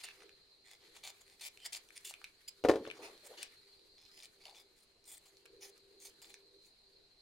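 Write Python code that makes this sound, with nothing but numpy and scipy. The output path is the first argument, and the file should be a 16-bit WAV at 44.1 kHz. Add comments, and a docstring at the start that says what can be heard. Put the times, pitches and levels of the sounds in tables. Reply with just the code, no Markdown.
"""Steel scissors snip ribbed banana leaf close by: vein snaps and shearing hiss ring through the blade resonances.
Short ticks and a patchy, grainy rustle of loose leaf fill the gaps between cuts.
A dumpling drops on a hollow tray, bounces (decaying modes plus crushed-leaf noise) and is nudged about.
Behind them far crickets trill, a low hollow tone wavers around 400 Hz and soft air hisses, all shaped noise."""
import sys
import numpy as np
from scipy import signal
from scipy.fft import rfft, irfft, next_fast_len
from scipy.io import wavfile
from scipy.ndimage import uniform_filter1d, map_coordinates

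SR = 44100
rng = np.random.default_rng(int(sys.argv[2]) if len(sys.argv) > 2 else 0)


def digitize_waveform(pressure):
    """Quantize a signal to 16-bit integers and store it at the path in sys.argv[1].

    Rows of a 2-D input are taken as channels; values are limited to [-1, 1].
    """
    field = np.atleast_2d(pressure).T
    bounded = np.clip(field, -1, 1)
    quanta = np.round(bounded * 32767).astype(np.int16)
    wavfile.write(sys.argv[1], SR, quanta)


N = 317961
T = np.arange(N) / SR


def amp(db):
    """Decibels to gain."""
    return 10 ** (np.asarray(db) / 20)


def unit(x):
    """Scale to rms 1."""
    return x / np.sqrt(np.mean(x ** 2) + 1e-20)


def along(points, hz):
    """Read (frequency, value) points on a log frequency axis."""
    point_hz, values = np.transpose(points)
    return np.interp(np.log(hz + 1), np.log(point_hz + 1), values)


def curves(rows, t=T):
    """Draw one automation curve for each column after the time."""
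    times, *columns = np.transpose(rows)
    return [np.interp(t, times, column) for column in columns]


def wobble(rate, size=N):
    """A smooth random curve with rate knots a second."""
    knots = rng.standard_normal(int(size * rate / SR) + 4)
    return map_coordinates(knots, [T[:size] * rate])


def filtered(x, response):
    """Shape x with a complex response of frequency."""
    n = x.shape[-1]
    padded = next_fast_len(n + 4096)
    spectrum = rfft(x, padded) * response(np.fft.rfftfreq(padded, 1 / SR))
    return irfft(spectrum, padded)[..., :n]


def band(lo_hz, hi_hz):
    """Soft-edged pass band."""
    return lambda f: 1 / (1 + (lo_hz / (f + 1)) ** 8) / (1 + (f / hi_hz) ** 8)


def closed(points):
    """Gain of a spectrum that is silent outside its ends."""
    return lambda f: amp(along(points, f)) * (f > points[0][0]) * (f < points[-1][0])


def panned(x, db):
    """Mono to stereo with a left-right level step."""
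    return np.array([x * amp(db / 2), x * amp(-db / 2)])


# Stereo likeness of the noise beds: (frequency [Hz], left-right correlation [-1 to 1])
STEREO_LIKENESS = [(60, 0.94), (180, 0.55), (550, 0.9), (1650, 0.073), (4970, 0.22), (15000, 0.16)]


def rush(response, patchy_db):
    """Stereo noise of rms 1: random gain patches in time and frequency, partly alike in both channels."""
    z = signal.stft(rng.standard_normal((2, N)), nperseg=512)[2]
    field = uniform_filter1d(rng.standard_normal(z.shape[1:]), size=5, axis=0)
    field = uniform_filter1d(field, size=8, axis=1)
    pair = signal.istft(z * amp(patchy_db * unit(field)), nperseg=512)[1][:, :N]

    def mid_side(hz):
        turn = np.arccos(np.clip(along(STEREO_LIKENESS, hz), -1, 1)) / 2
        return response(hz) * [np.cos(turn), np.sin(turn)]

    mid, side = filtered(pair, mid_side)
    return unit(np.array([mid + side, mid - side]))


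FRAY = 0.16  # noise of tearing fibres behind a click, over the click


def snaps(n, rate, scatter_db=4.5, jitter=.3):
    """Veins give way at an uneven rate, each a sharp click of its own size with a short frayed tail."""
    uneven_rate = rate * np.exp(jitter * wobble(60, size=n))
    passed = np.cumsum(uneven_rate / SR) + rng.random()
    hits = np.diff(np.floor(passed), prepend=0) * amp(scatter_db * rng.standard_normal(n))
    tail = amp(-60 * T[:200] / .002)  # t60 of 2 ms
    fray = np.convolve(hits, tail)[:n] * rng.standard_normal(n)
    return hits + FRAY * fray


# Resonances of the scissor blades: (frequency [Hz], width [Hz], level [dB])
BLADE_MODES = [(761.7, 210, -6.5), (1859, 340, 2), (2311, 220, 2.5), (3153, 130, 1.5), (3500, 150, 2),
               (4365, 270, 3), (4910, 410, -0.5), (6160, 1000, -2.5), (7160, 700, -0.5), (8960, 510, -4.5),
               (10100, 990, -8.5), (11540, 590, -14.5), (12900, 2800, -20.5)]


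def blades(f, shift_db=np.zeros(len(BLADE_MODES))):
    """Causal sum of the blade resonances, each shifted in level by the grip of the moment."""
    total = 0
    for k, ((centre, width, db), shift) in enumerate(zip(BLADE_MODES, shift_db)):
        resonance = 1j * f * width / (centre * centre - f * f + 1j * f * width)
        total = total + (-1) ** k * amp(db + shift) * resonance
    return total


def gripped_blades(f):
    """The blades under a fresh random grip."""
    return blades(f, rng.normal(0, 2.6, len(BLADE_MODES)))


RISE_DB, FALL_DB = 11, 15  # level gained in the rise, lost in the fall
BRIGHTEN_DB, THICKEN_DB = 3, 5  # treble and body gained from start to end of a stroke
# over a stroke the vein rate grows by this log ratio and the snaps lose this part of their share
QUICKEN, BLUR = 0.59, 0.37
# Strokes of blade or hand on leaf, values in mid-stroke where they drift: (time [s], rise [s], hold [s], fall [s],
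# level [dB], swell over the hold [dB], treble over middle [dB], body over middle [dB], vein rate [1/s],
# share of snaps [0-1], contact pitch [Hz], left-right step [dB], lift at the contact pitch [dB])
LEAF_STROKES = [ (0.0, 0.0019, 0.018, 0.025, -53.5, -12, -8.5, -12, 360, 0.3, 5400, 2, 3.5),
                (0.03, 0.008, 0.012, 0.012, -49.5, -2, -0.5, -12.5, 511, 0, 2750, -0.5, 15.5),
                (0.051, 0.0045, 0.056, 0.014, -59.5, 0, -21.5, -22, 200, 0.4, 2700, 0, 18),
                (0.17, 0.0034, .06, 0.011, -72.5, 4, -5.5, -4.5, 151, 0.16, 2060, 0, 8),
                (0.639, 0.023, 0.073, 0.037, -67.5, 4.5, -5, -13, 122, 0.54, 2080, 2, 6),
                (0.8, 0.012, 0.06, 0.02, -70, 1.5, -18, -9.5, 100, 0.5, 2280, 1, 0),
                (0.941, 0.021, .004, 0.034, -61, 1, -2.5, -8.5, 394, 0.1, 7886, 0.5, 7),
                (1.03, .012, .058, .02, -50.5, -5.5, -3, -10, 354, 0.75, 2290, 1, 2),
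                (1.2, 0.014, 0.0024, 0.011, -67, 1.5, 3.5, -6, 440, 0.11, 6970, 0, 8),
                (1.252, 0.012, 0.084, 0.018, -74, 6, -5.5, -15, 220, 0.7, 8870, 1, 9),
                (1.391, 0.0041, 0.0089, 0.0043, -62, 2, -4, -16, 300, .3, 5000, 0, 2),
                (1.406, 0.0039, .06, .022, -51, -2, -0.5, -15.5, 410, 0.45, 2360, 0.5, 2),
                (1.586, .012, 0.055, 0.0046, -63.5, 2, -9, -19, 304, 0.02, 3070, -1, 14.5),
                (1.639, 0.017, 0.0095, 0.015, -50, 1.5, -2, -14.5, 400, 0.4, 4770, 0, 3),
                (1.72, 0.0052, .044, 0.019, -51.5, -1, 0.5, -14.5, 400, 0.5, 4630, 1, 5),
                (1.947, 0.016, 0.017, 0.0046, -58, 3, -0.5, -29, 410, 0.8, 9400, -1, 15),
                (2.042, 0.0068, .055, 0.022, -56, -1, 4.5, -23, 500, 0.06, 2810, 0, 14),
                (2.476, 0.002, 0.011, 0.012, -50.5, -3, 2.5, -23, 612, 0.1, 4973, -3, 17.5),
                (2.942, 0.0017, 0.092, 0.01, -65, -11, -4, 5.5, 299, 0, 2794, -1, -15),
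                (3.013, 0.037, 0.0015, 0.052, -54, -3.5, -4.5, 0, 299, 0.2, 2600, 3, 10),
                (3.233, 0.025, 0.016, 0.012, -67, 1.5, 5.5, -4, 400, 0.43, 8590, -2, 4),
                (3.319, 0.022, 0.0018, 0.008, -70.5, -3, -16, 10.5, 370, 0.9, 3017, 1.5, 0),
                (3.367, 0.011, 0.073, 0.036, -56.5, -2, -9.5, -13.5, 397, 0.15, 2900, 1.5, 12.5),
                (3.979, 0.0031, .105, 0.019, -65.5, -8, -8.5, -15, 120, 0.8, 5166, -1, 10),
                (4.107, 0.1378, 0.0026, 0.023, -62, -1, -2, -14, 200, 0.52, 4960, 1, 6.5),
                (4.756, 0.0037, 0.078, 0.03, -80.5, -1.5, 5, -13, 300, 0.1, 9100, 0, 5),
                (4.396, 0.004, 0.079, 0.0028, -67, 2, -8, -12, 110, 0.1, 4636, -1, 10),
                (4.449, 0.0062, 0.087, 0.012, -63.5, -7.5, -6, -18, 83, 0.5, 4540, 5, 13),
                (4.544, .004, 0.042, 0.046, -62, -1.5, -3.5, -11, 107, 0.3, 3500, 1.5, 5.5),
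                (5.05, .06, .04, 0.022, -64.5, -0.5, 8, -11.5, 260, 0.2, 8600, 0.5, 3.5),
                (5.165, 0.0036, 0.013, 0.0048, -67, 1, 9, -13.5, 400, .05, 8320, 4, 10),
                (5.252, .003, .004, 0.043, -68.5, 1.5, 5, -5, 320, 0.1, 7140, -1, 4),
                (5.602, 0.028, 0.0023, 0.076, -61, 2.5, 3.5, -10, 250, 0.32, 7380, 0.5, -0.5),
                (5.992, 0.054, 0.026, 0.035, -62.5, -2.5, 6, -12, 256, 0.2, 6298, -1.5, 9),
                (6.217, .006, 0.0015, 0.067, -58.5, -4, 1.5, -7, 260, 0.17, 4800, -1, 10),
                (6.285, 0.0047, 0.068, 0.0042, -69, -1, -0.5, -9, 208, 0, 4820, -2, -4),
                (6.61, 0.058, 0.0029, 0.053, -78, -4, 6, -23, 394, 0.26, 9500, 0.5, 6), ]


def strokes():
    """Each stroke sends vein snaps and the hiss of shearing through the blades."""
    out = np.zeros((2, N))
    for (start, *stages, db, swell_db, treble_db, body_db,
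         rate, share, hz, pan_db, lift_db) in LEAF_STROKES:
        corners = np.cumsum([0, *np.maximum(stages, .001)])
        n = round(corners[-1] * SR)
        level_db = db + np.interp(T[:n], corners, [-RISE_DB, 0, swell_db, swell_db - FALL_DB])
        done = np.linspace(-.5, .5, n)
        treble_db = treble_db + BRIGHTEN_DB * done
        body_db = body_db + THICKEN_DB * done
        share = np.clip(share * (1 - BLUR * done), 0, 1)

        hiss = rng.standard_normal(n) * amp(1.49 * wobble(54, size=n) + 2.9 * wobble(150, size=n))
        veins = snaps(n, rate * np.exp(QUICKEN * done))
        shear = np.sqrt(share) * unit(veins) + np.sqrt(1 - share) * unit(hiss)

        def colour(f):
            contact = amp(lift_db * np.exp(-(np.log((f + 1) / hz) / 0.075) ** 2))
            straight = 0.35 / (1 + 1j * f / 8000) ** 2  # heard straight from the leaf
            return contact * (gripped_blades(f) + straight)

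        # the contact point slides along the blades: one mix of modes drifts into another
        first = filtered(shear, colour)
        last = filtered(shear, colour)
        travel = np.linspace(0, np.pi / 2, n)
        rung = np.cos(travel) ** 2 * first + np.sin(travel) ** 2 * last

        middle = unit(filtered(rung, band(1740, 5570)))
        treble = unit(filtered(rung, band(5497, 29000)))
        fizz = unit(filtered(rung, band(11604, 32000)))
        body = unit(filtered(rung, band(410, 1500)))
        treble = treble + amp(0.54 * treble_db - 13) * fizz  # a brighter cut gains most at the very top
        cut = middle + amp(treble_db) * treble + amp(body_db) * body
        edge = np.clip(np.minimum(T[:n] / 0.0085, T[:n][::-1] / 0.0084), 0, 1)
        out[:, round(start * SR):][:, :n] += panned(edge * amp(level_db) * cut, pan_db)
    return out


TICK_T60_S = 0.006
TICK_WIDTH = 0.83  # width of a tick's colour over its pitch
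# Single ticks: (time [s], peak level before panning [dB], colour [Hz], treble over body [dB], left-right step [dB])
LEAF_TICKS = [(0.012, -53, 3380, -11.5, 5), (0.087, -40.5, 1880, -9, 2), (0.205, -50, 2286, -12, -3),
              (0.2216, -47.5, 1520, -14, 0), (0.293, -48, 2260, -8.5, -2), (0.056, -43, 2750, -14, -2),
              (0.081, -47, 2420, -20, 0), (0.109, -48, 1850, -20, -1), (1.033, -51, 3550, -17.5, 0),
              (1.8882, -48.5, 3500, -0.5, 1.5), (4.176, -55, 4457, -6, 0), (4.202, -47.5, 3465, -12.5, -1),
              (4.4671, -52, 4430, -13, 12.5), (4.481, -47.5, 3530, -13, -2), (6.2179, -46, 3500, 2, 0.5),
              (0.7138, -48, 3150, 1, 0), (1.41, -39, 3970, 0, 3.5), (1.6026, -48, 3300, -6, 0.5),
              (1.645, -44.5, 3500, -2, -2), (1.66, -34, 5040, 1, 5.5), (1.663, -35, 5000, 7.5, -5),
              (1.6665, -39, 5000, 3.5, 3), (1.739, -36.5, 4500, -2.5, -2.5),
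              (1.5738, -43.5, 2510, -3.5, -2), (1.731, -32.5, 4520, 8, 5), (1.7484, -34, 4376, -19, -3),
              (1.9048, -48.5, 2100, -11.5, -2), (1.9784, -53, 8680, 0, 8), (2.1092, -41, 697.7, 3, 0),
              (2.1392, -36.5, 2800, -7.5, -1), (2.2158, -46, 1540, -14, 0), (2.2424, -35.5, 2410, -6.5, -1),
              (2.2465, -43, 3600, -19, 2), (2.852, -39.5, 1650, -24, 4), (2.8658, -43, 2380, -27, 0),
              (2.9012, -40.5, 2250, -16, 10), (2.912, -37.5, 2450, -10.5, -2),
              (3.1776, -51.5, 5100, -2, -6), (3.4296, -29, 3320, 2.5, 1.5), (3.432, -35.5, 4080, -2.5, 3),
              (3.794, -53.5, 4400, -5, -1), (4.0195, -54, 4140, -2, 0.5), (4.062, -52, 3950, -10, 3.5),
              (4.225, -43.5, 5080, -8, 1), (4.2451, -49, 4860, -9, -1.5), (4.256, -42.5, 4660, -1, 2.5),
              (4.4545, -42, 3570, -5, -2), (4.496, -45.5, 4530, -8, 0), (4.547, -50, 3900, -13, 3),
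              (4.5856, -53, 3433, -14, -5), (5.0417, -53, 7500, 8, 0), (5.0543, -57, 6480, 2, 1),
              (5.3694, -50, 5670, -6, -2), (5.456, -46, 1970, -3, 1.5), (5.4604, -47, 2100, -3, 0),
              (5.7782, -52, 4242, 14, -4.5), (6.0698, -46, 6250, 0.5, 0), (6.2448, -46, 4380, -15, -1),
              (6.3416, -41.5, 2245, 1, 0)]


def ticks():
    """A leaf edge lets go or the blades meet: a short burst around its own colour, with its own sparkle."""
    out, t = np.zeros((2, N)), T[:2500]
    for start, db, hz, treble_db, pan_db in LEAF_TICKS:
        burst = (t == 0) + FRAY * rng.standard_normal(len(t)) * amp(-60 * t / TICK_T60_S)
        rung = filtered(burst, lambda f: gripped_blades(f) + 1.34 / (1 + 1j * f / 5000) ** 2)

        def colour(f):
            width = 1j * f * TICK_WIDTH * hz
            return width / (hz * hz - f * f + width)

        def top(f):
            return (1j * f / (5000 + 1j * f)) ** 4 / (1 + 1j * f / 12500) ** 2

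        body = unit(filtered(rung, lambda f: colour(f) ** 2))
        sparkle = unit(filtered(rung, top))
        tick = body + amp(treble_db) * sparkle
        out[:, round(start * SR):][:, :len(t)] += panned(amp(db) * tick / np.abs(tick).max(), pan_db)
    return out


# Blows of the dumpling, before the fixed trims of the mix: (time [s], level [dB], crack over level [dB])
TRAY_BLOWS = [(2.6393, -25.5, -16), (2.6474, -23.5, -22), (2.6488, -10.5, -32), (2.6529, -19, -21),
              (2.686, -16, -15), (2.6899, -15.5, -28), (2.6955, -6.5, -24.5), (2.713, -22, -17),
              (2.737, -22.5, -24.5), (2.757, -23, -19.5), (2.8745, -30.5, -17.5)]
# Modes of the hollow tray, before the shared damping: (frequency [Hz], level [dB], t60 [s])
TRAY_MODES = [(61.3, 6, 0.22), (100.11, -8, 0.15), (129.8, -8.5, 0.24), (195, -7, 0.055), (289.2, -5, 0.14),
              (323, 0, 0.16), (351, -6, 0.13), (392.2, -8, 0.15), (432, 1, 0.16), (475.3, -4.5, 0.16),
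              (540.4, -4.5, 0.14), (619.6, -13.5, 0.18), (719.2, -11.5, 0.13), (845.5, -15, 0.12),
              (958, -14.5, 0.1), (1057, -12, 0.067), (1219, -19, .1), (1344, -15, 0.04), (1584, -20, 0.049),
              (1764.7, -19.5, 0.078), (2333, -24.5, 0.044)]


def tray():
    """Each blow rings the tray at new strengths, with a crack and a rattle of leaf crushed underneath."""
    out, t = np.zeros(N), T[:SR // 2]
    for start, db, crack_db in TRAY_BLOWS:
        grip_db = rng.normal(0, 1.5, len(TRAY_MODES))
        ring = np.zeros(len(t))
        for (hz, level, t60), shift in zip(TRAY_MODES, grip_db):
            ring += amp(level + shift - 60 * t / t60) * np.sin(2 * np.pi * hz * t)
        ring *= amp(-60 * t / 0.035) + 0.28  # first swing damped at once
        ring *= 1 - np.exp(-t / 0.00094)  # soft contact

        crack_and_rattle = amp(-60 * t / 0.04) + 0.2463 * amp(-60 * t / 0.2)
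        crush = rng.standard_normal(len(t)) * crack_and_rattle
        crush = filtered(crush, lambda f: 1j * f / (700 + 1j * f) / (1 + 1j * f / 2400) / (1 + 1j * f / 8000) ** 2)
        out[round(start * SR):][:len(t)] -= amp(db - 6) * ring + amp(db + crack_db + 7) * crush
    radiated = filtered(out, lambda f: 0.016 + (1j * f / (300 + 1j * f)) ** 2)  # a small tray moves little bass
    return panned(radiated, 0.77)


# The dumpling is pushed about: (time [s], length [s], level before the swell [dB], colour [Hz])
DUMPLING_NUDGES = [(2.785, 0.056, -48.5, 330), (2.983, 0.07, -55, 392.9), (3.018, 0.063, -54, 440),
                   (3.076, 0.13, -62.5, 409), (3.231, 0.075, -63, 480), (3.293, 0.076, -56.5, 495),
                   (3.372, 0.12, -66, 406.6), (4.45, 0.15, -65.5, 763)]


def nudges():
    """A soft, lumpy push without a strike: it swells quickly, wavers and fades around its own colour."""
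    out = np.zeros(N)
    for start, length, db, hz in DUMPLING_NUDGES:
        n = round(length * SR)
        rub = rng.standard_normal(n) * amp(2.7 * wobble(72, size=n))
        rub = unit(filtered(rub, lambda f: band(150, 1500)(f) / (1 + (np.log((f + 1) / hz) / 0.24) ** 2)))
        swell = np.sin(np.pi * np.linspace(0, 1, n) ** 0.54)
        out[round(start * SR):][:n] += amp(db) * rub * swell
    return panned(out, 0.84)


# Loose leaf: (time [s], treble level [dB], middle level [dB])
LEAF_RUSTLE = [(0.0, -65.5, -63), (0.44, -84.5, -76), (0.68, -86.5, -88), (0.84, -75, -69.5),
               (1.55, -73.5, -75), (2.07, -70, -67), (2.39, -77.5, -74.5), (2.69, -75.5, -75),
               (2.83, -74, -64), (3.22, -71, -67.5), (3.3, -65.5, -62), (3.36, -70, -64),
               (3.84, -80.5, -78), (4.4, -77.5, -75.5), (5.04, -84.5, -82), (5.26, -73.5, -74.5),
               (5.44, -81.5, -76.5), (6.28, -77.5, -75.5), (6.43, -82.5, -82), (7.21, -87.5, -82.5)]


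def rustle():
    """Loose leaf shifts all the time: patchy, grainy noise in the colour of the cuts."""
    treble_db, middle_db = curves(LEAF_RUSTLE)
    crackle = np.abs(unit(snaps(N, 45, scatter_db=4, jitter=1.6)))
    grain = amp(1.9 * wobble(32) + 1.2 * wobble(180)) + 0.25 * uniform_filter1d(crackle, size=30)
    middle_noise = rush(lambda f: np.abs(blades(f)) ** 0.26 * band(900, 5500)(f), patchy_db=2.5)
    treble_noise = rush(lambda f: np.abs(blades(f)) ** 0.21 * band(5500, 15000)(f), patchy_db=-1.5)
    return amp(treble_db) * unit(grain * treble_noise) + amp(middle_db) * unit(grain * middle_noise)


# Decay of the room: (frequency [Hz], t60 [s])
ROOM_DECAY = [(200, 0.59), (1000, 0.3), (4000, 0.2), (12000, 0.056)]


def room(x):
    """Each frequency of the room's answer dies at its own speed."""
    hz, t, z = signal.stft(rng.standard_normal((2, SR // 3)), SR, nperseg=256)
    decay = amp(-60 * t / along(ROOM_DECAY, hz)[:, None])
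    tail = signal.istft(z * decay, SR, nperseg=256)[1]
    return signal.fftconvolve(x, tail / np.linalg.norm(tail[0]), axes=1)[:, :N]


def wide(x, side_db, from_hz, moving):
    """A broad sheet reaches the two channels by different short paths: unlike treble, alike bass."""
    paths = rng.standard_normal(500) * amp(-60 * T[:500] / 0.009)
    side = signal.fftconvolve(x.mean(axis=0), paths / np.linalg.norm(paths))[:N]
    side = filtered(side, lambda f: (1j * f / (from_hz + 1j * f)) ** 2)
    side = side * moving  # a random curve here makes the stereo width waver
    return x + amp(side_db) * np.array([side, -side])


# Crickets: (time [s], chorus level [dB])
CRICKET_LEVEL = [(0, -68.5), (1.8, -73), (3.6, -67), (4.9, -74), (6.4, -68), (7.21, -70)]
# Spectrum of the chorus: (frequency [Hz], relative density [dB per Hz])
CHORUS_SHAPE = [(3400, -27.5), (3850, -8), (4150, -1), (4400, -5.5), (4850, -11), (5300, -25)]


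def crickets():
    """A chorus of band-shaped noise, with one narrow-band singer pulsing about 12 times a second."""
    chorus = rush(closed(CHORUS_SHAPE), patchy_db=2.5)
    phase = 2 * np.pi * np.cumsum(12 + .6 * wobble(0.97513)) / SR
    beat = np.clip(np.sin(phase) + 0.3964, 0, 1)
    song = rush(lambda f: 1 / (1 + ((f - 4140) / 45) ** 2), patchy_db=-2)
    singer = beat * amp(1.2 * wobble(0.72)) * song
    return amp(curves(CRICKET_LEVEL)[0]) * (chorus + amp(-3) * singer)


# Hollow tone, before its random waver: (time [s], level [dB])
HOLLOW_LEVEL = [(0.0, -79), (0.12, -73), (0.26, -71.5), (0.62, -82), (0.94, -72.5), (1.4, -81.5),
                (1.85, -70.5), (2.27, -81.5), (2.55, -74), (2.85, -79.5), (3.45, -76.5), (3.69, -78),
                (4.42, -72), (5.3, -78.5), (5.6, -67.5), (5.92, -76.5), (6.34, -71.5), (7.01, -78.5),
                (7.21, -81)]
# Spectrum of the hollow tone: (frequency [Hz], relative density [dB per Hz])
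HOLLOW_SPECTRUM = [(250, -36.5), (320, -13.5), (375, -14), (395, 0), (418, -12), (490, -12.5), (600, -30.5)]


def hollow_tone():
    """Noise gathered around 400 Hz, its level wavering at random."""
    level_db = curves(HOLLOW_LEVEL)[0] + 2.7 * wobble(7) + 2.5 * wobble(20)
    return amp(level_db) * rush(closed(HOLLOW_SPECTRUM), patchy_db=0.5)


# Spectrum of the air: (frequency [Hz], relative density [dB per Hz])
AIR_SHAPE = [(20, 0.5), (60, -2.5), (150, -6), (300, -6.5), (700, -8.5), (1300, -15.5), (2500, -11.5),
             (5000, -16.5), (8000, -20), (11500, -26), (12500, -34), (16000, -41)]


def air():
    """A soft, steady bed of noise that falls toward the treble."""
    return amp(-75) * rush(lambda f: amp(along(AIR_SHAPE, f)), patchy_db=1.5)


def scene():
    """Near sounds with their room, over the background."""
    cuts, clicks = strokes(), ticks()
    knock = tray() + nudges()
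    boom = room(knock).mean(axis=0)  # echoes of the tray are alike in both channels
    leaf = wide(cuts + clicks, side_db=-6, from_hz=1300, moving=wobble(11))
    dumpling = wide(knock + amp(-14.5) * boom, side_db=-3.5, from_hz=1100, moving=1)
    leaf_room = room(amp(-8.5) * cuts + amp(-6.5) * clicks)
    background = crickets() + hollow_tone() + air()
    return leaf + dumpling + leaf_room + rustle() + background


TOP_HZ = 15850


def record(dry):
    """Cut everything above the band limit."""
    return filtered(dry, lambda hz: hz < TOP_HZ)


dry = scene()
out = record(dry)
digitize_waveform(out)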